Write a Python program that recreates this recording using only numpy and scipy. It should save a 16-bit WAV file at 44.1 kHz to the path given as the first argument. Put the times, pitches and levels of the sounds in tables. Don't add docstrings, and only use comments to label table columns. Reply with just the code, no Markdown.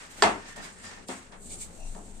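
import sys
import numpy as np
from scipy import signal
from scipy.io import wavfile

SR = 44100
rng = np.random.default_rng(int(sys.argv[2]) if len(sys.argv) > 2 else 0)


def generate_wav(signal):
    frames = np.transpose(np.atleast_2d(signal))
    scaled = np.clip(frames, -1, 1) * 32767
    pcm = np.round(scaled).astype(np.int16)
    wavfile.write(sys.argv[1], SR, pcm)


N = 97020


def from_db(db):
    return 10 ** (np.asarray(db) / 20)


def unit_rms(x):
    return x / np.sqrt(np.mean(x ** 2) + 1e-20)


def automation(rows):
    times, *columns = np.transpose(rows)
    return [np.interp(np.arange(N) / SR, times, column) for column in columns]


def at_hz(points, hz):
    freqs, values = np.transpose(points)
    return np.interp(np.log(hz), np.log(np.maximum(freqs, 1)), values)


def drift(rate_hz):
    hop, settle = 40, 2000
    pole = np.exp(-2 * np.pi * rate_hz * hop / SR)
    noise = rng.standard_normal(N // hop + settle + 2)
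    slow = signal.lfilter([1], [1, -2 * pole, pole * pole], noise)[settle:]
    return np.interp(np.arange(N) / hop, np.arange(len(slow)), unit_rms(slow))


def ring(x, hz, t60):
    decay, step = from_db(-60 / (t60 * SR)), 2 * np.pi * hz / SR
    return signal.lfilter([0, np.sin(step)], [1, -2 * decay * np.cos(step), decay * decay], x + 1e-18)


def resonate(noise, hz, width_hz):
    t60 = 2.2 / width_hz
    return ring(ring(noise, hz, t60), hz, t60)


# freq_hz, correlation
STEREO_LIKENESS = [(40, 0.9), (130, 0.95), (300, 0.66), (700, 0.2), (1500, -0.2), (3000, 0.013),
                   (8000, 0.022)]
# freq_hz, left_minus_right_db
STEREO_BALANCE = [(60, 15.5), (110, -2.5), (200, 6.5), (380, 4), (700, 4), (1290, 1), (2380, -0.5),
                  (4400, -3), (8120, -0.5), (15000, 1.5)]


def band_noise(spectrum, motion_db, size=N):
    out, edges = 0, 35 * 2 ** np.arange(0, 9, 1 / 3)
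    white = rng.standard_normal((2, 2, size))
    left_right = np.array([[1], [-1]])
    for k, (low, high) in enumerate(zip(edges, edges[1:])):
        hz = np.sqrt(low * high)
        if spectrum[0][0] <= hz <= spectrum[-1][0]:
            bandpass = signal.butter(2, [low, high], "band", fs=SR, output="sos")
            mid, side = signal.sosfilt(bandpass, white[k % 2])
            alike = np.clip(at_hz(STEREO_LIKENESS, hz), -1, 1)
            band = np.sqrt(1 + alike) * mid + np.sqrt(1 - alike) * side * left_right
            pan_db = at_hz(STEREO_BALANCE, hz) / 2 * left_right
            out = out + from_db(at_hz(spectrum, hz) + pan_db + motion_db(hz)) * band
    return out


# freq_hz, density_db
ROOM_TONE_SPECTRUM = [(29, -42), (50, -7), (96, 0.5), (128, -18), (178, 2.5), (259, -6), (346, -9),
                      (397, -6), (762, -11.5), (920, -17.5), (1950, -29), (3000, -37.5), (3900, -55),
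                      (6600, -120)]
# time_s, gain_db
ROOM_TONE_RIDE = [(0, -4), (.8, -1.5), (1.3, -0.5), (1.6, 4), (2.2, 2)]


def room_tone(level_db=-53):
    bed = unit_rms(band_noise(ROOM_TONE_SPECTRUM, lambda hz: 2.3 * drift(6.5)))
    return from_db(level_db + automation(ROOM_TONE_RIDE)[0]) * bed


# time_s, level_db
RUMBLE_RIDE = [(0, -56.5), (1.2, -58), (1.42, -46), (1.55, -48), (1.65, -44), (1.9, -41.5), (1.97, -50.5),
               (2.2, -41.5)]


def air_rumble():
    mid, side = rng.standard_normal((2, N + SR))
    air = mid + 0.17 * side * [[1], [-1]]
    rumble = unit_rms(resonate(air, hz=24.1, width_hz=3.34)[:, SR:])
    return from_db(automation(RUMBLE_RIDE)[0] + [[2.5], [-2.5]]) * rumble


# time_s, scrape_db, hiss_db, ring_db
RUB_RIDES = [(0, -45.5, -50, -71), (.04, -47, -52, -59), (.09, -52.5, -56.5, -79), (.115, -51.5, -47, -68),
             (.165, -51, -51, -75), (.195, -46.5, -42.5, -78), (.24, -46, -44.5, -99), (.44, -51, -59, -54),
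             (.49, -44.5, -47.5, -54), (.557, -53.5, -58, -50.5), (.565, -50, -42, -51),
             (.61, -46, -55, -50), (.645, -42, -44, -98), (.75, -56, -57.5, -61), (.833, -51.5, -53.5, -59),
             (.845, -45.5, -49, -56), (.92, -45.5, -54.5, -50.5), (.99, -50.5, -58.5, -55.5),
             (1.06, -58.5, -60.5, -79), (1.08, -83, -45, -64), (1.11, -44.5, -40.5, -70),
             (1.2, -52.5, -50, -92), (1.29, -57, -60.5, -80), (1.325, -69, -61.5, -94),
             (1.395, -87, -60.5, -83), (1.42, -79.5, -50.5, -84), (1.49, -64, -45, -79),
             (1.525, -61, -38.5, -83), (1.58, -62, -47, -75), (1.62, -61, -35.5, -81),
             (1.7, -59, -56.5, -82), (1.77, -63.5, -49, -91), (1.83, -66, -52.5, -75),
             (1.9, -62, -50.5, -95), (2.2, -64.5, -54.5, -74)]
# freq_hz, density_db
SCRAPE_SPECTRUM = [(88, -115), (150, -10.5), (246, -10), (415, -19), (540, -15), (702, -12.5), (1800, -8.5),
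                   (3610, -18.5), (6000, -18.5), (7800, -20), (13200, -120)]
# freq_hz, density_db
HISS_SPECTRUM = [(1500, -36), (2000, -21), (2300, -11), (5000, -9.5), (6500, -7.5), (7800, 4.5), (9000, -6),
                 (10500, -16), (13000, 0), (15500, -30)]


def rubbing():
    scrape_db, hiss_db, ring_db = automation(RUB_RIDES)
    scrape = unit_rms(band_noise(SCRAPE_SPECTRUM, lambda hz: drift(54)))
    tone = unit_rms(resonate(rng.standard_normal((2, N)), hz=1820, width_hz=90))
    hiss = unit_rms(band_noise(HISS_SPECTRUM, lambda hz: 1.6 * drift(2.2)))
    scrape *= from_db(scrape_db + 0.58 * drift(40))
    hiss *= from_db(hiss_db + 1.3 * drift(33))
    return scrape + from_db(ring_db) * tone + hiss


def strike(modes, scatter_db=0):
    click = signal.unit_impulse(SR // 2)
    out = 0
    for k, (hz, db, t60) in enumerate(modes):
        if scatter_db:
            db += scatter_db * rng.standard_normal()
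        out = out + (-1) ** k * from_db(db) * ring(click, hz, t60)
    return out


# pitch_hz, level_db, t60_s
HEAD_MODES = [(390, -11, .05), (1000, -3, .012), (1300, -1, .011), (1750, -1, .011), (3200, -4, .006),
              (4800, -2, .007), (7600, -16, .07), (13500, -7, .006)]


def head_crack():
    crack = signal.lfilter(*signal.butter(2, 250, "high", fs=SR), strike(HEAD_MODES))
    return crack / np.abs(crack).max()


def contact_snap(centre_hz, t60=.009):
    t = np.arange(SR // 10) / SR
    burst = rng.standard_normal((2, len(t))) * from_db(-60 * t / t60)
    band_hz = [centre_hz / 2, min(2 * centre_hz, .45 * SR)]
    return signal.lfilter(*signal.butter(1, band_hz, "band", fs=SR), burst)


# pitch_hz, level_db, t60_s
HANDLE_MODES = [(185, -6, .19), (260, -4, .33), (352, 0, .22), (378, -4, .18), (427, -2, .18), (535, 1, .2),
                (738, -8, .2), (916, -12, .15), (1217, -9, .05)]


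def handle_thud():
    return -signal.lfilter(*signal.butter(1, 1500, fs=SR), strike(HANDLE_MODES, scatter_db=2))


# freq_hz, density_db
REVERB_SPECTRUM = [(24, -59), (40, -46), (81, -17), (150, -30), (197, -15.5), (298, -7.5), (391, -4),
                   (499, -14), (670, -0.5), (945, -2.5), (1270, -4.5), (1700, -6.5), (7590, -22),
                   (14000, -35)]
# freq_hz, t60_s
REVERB_DECAY = [(100, 0.53), (260, 0.4), (700, .29), (1840, 0.35), (4850, 0.21), (9000, 0.31)]
# freq_hz, time_constant_s
REVERB_ATTACK = [(60, 0.013), (300, 0.0064), (800, 0.0063), (2000, 0.0055), (8000, 0.00033)]
# pitch_hz, level_db, t60_s
ROOM_MODES = [(205, -13, .5), (279, -14, .35), (389, -7, .31), (445, -12, .3), (598, -10, .3),
              (684, 0, .25), (748, -8, .25), (845, -4, .26), (921, -1, .35), (1076, -5, .28),
              (1396, -12, .29), (1727, -10, .3)]


def room_reverb(modes_db=-2):
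    t = np.arange(SR // 2) / SR
    bloom = lambda hz: (1 - np.exp(-(t + 1e-6) / at_hz(REVERB_ATTACK, hz))) ** 2
    envelope_db = lambda hz: 20 * np.log10(bloom(hz)) - 60 * t / at_hz(REVERB_DECAY, hz)
    tail = band_noise(REVERB_SPECTRUM, envelope_db, size=len(t))
    tail /= np.sqrt(np.mean(tail[:, :SR // 10] ** 2))
    for hz, db, t60 in ROOM_MODES:
        cycles = hz * t + rng.random() + 0.08 * rng.standard_normal((2, 1))
        tail += bloom(hz) * from_db(modes_db + db - 60 * t / t60) * np.sin(2 * np.pi * cycles)
    return tail


# start_s, crack_db, crossover_hz, reverb_low_db, reverb_high_db, thud_db, snap_db,
# snap_centre_hz
CONTACTS = [(.178, -60, 259, -36, -55.5, -49.5, -60, 4000), (0.2224, -2, 1300, -18.5, -22, -23, -16, 6000),
            (0.561, -45, 1000, -44, -50, -52, -38, 6000), (1.0855, -46, 544, -41, -42, -28.5, -23, 14000),
            (1.317, -60, 900, -60, -53, -60, -55, 2000), (1.949, -40, 900, -45, -62, -50, -50, 1500)]
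# delay_s, left_db, right_db
REFLECTIONS = [(.0028, -4, -21), (.0045, -22, -9), (0.0125, -12, -10)]


def hammer_knocks(crack_lag_s=.0004, right_lag_s=.00005, palm_lag_s=.0022):
    out = np.zeros((2, N + SR))

    def place(track, start_s, sound):
        i = int(start_s * SR)
        track[..., i:i + sound.shape[-1]] += sound

    crack, direct_path = head_crack(), (0, -3, 1)
    first_reverb, second_reverb = room_reverb(), room_reverb()
    for start_s, crack_db, crossover_hz, low_db, high_db, thud_db, snap_db, snap_hz in CONTACTS:
        for delay_s, left_db, right_db in [direct_path] + REFLECTIONS:
            arrival_s = start_s + crack_lag_s + delay_s
            place(out[0], arrival_s, from_db(crack_db + left_db) * crack)
            place(out[1], arrival_s + right_lag_s, from_db(crack_db + right_db) * crack)
        place(out, start_s, from_db(snap_db) * contact_snap(snap_hz))
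        thud = from_db([[thud_db - 6], [thud_db - 10.5]]) * handle_thud()
        place(out, start_s + palm_lag_s, thud)
        reverb = first_reverb if crack_db >= -20 else second_reverb
        lows = signal.lfilter(*signal.butter(2, crossover_hz, fs=SR), reverb)
        place(out, start_s, from_db(low_db) * lows + from_db(high_db) * (reverb - lows))
    return out[:, :N]


# middle_s, half_length_s, centre_hz, width_hz, level_db
SLEEVE_SWISHES = [(.642, .03, 3950, 200, -52), (.642, .035, 4900, 300, -52), (.87, .06, 3950, 150, -63),
                  (.868, .06, 4950, 500, -53), (.87, .05, 6900, 600, -53), (.6, .05, 195, 50, -49),
                  (.578, .025, 870, 60, -50), (.985, .04, 800, 300, -53), (1.335, .05, 1500, 900, -56),
                  (1.525, .05, 2300, 300, -58), (1.625, .04, 2300, 300, -54), (1.46, .12, 12000, 3000, -52),
                  (1.84, .1, 2700, 250, -60), (1.84, .1, 5900, 300, -61)]


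def sleeve_swishes():
    out = np.zeros((2, N))
    for middle_s, half_length_s, hz, width_hz, db in SLEEVE_SWISHES:
        i, size = int((middle_s - half_length_s) * SR), int(2 * half_length_s * SR)
        noise = rng.standard_normal((2, SR // 2))[:, :size]
        out[:, i:i + size] += from_db(db) * np.hanning(size) * unit_rms(resonate(noise, hz, width_hz))
    return out


def scene():
    return hammer_knocks() + rubbing() + sleeve_swishes() + room_tone() + air_rumble()


def record(dry):
    edge_hz, treble_db, ceiling, cutoff_hz = 9400, -19, 1.3, 16400
    body = signal.sosfilt(signal.butter(10, edge_hz, fs=SR, output="sos"), dry)
    treble = signal.sosfilt(signal.butter(10, edge_hz, "high", fs=SR, output="sos"), dry)
    rounded = ceiling * np.tanh((body - from_db(treble_db) * treble) / ceiling)
    return signal.sosfilt(signal.cheby2(12, 70, cutoff_hz, fs=SR, output="sos"), rounded)


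dry = scene()
out = record(dry)
generate_wav(out)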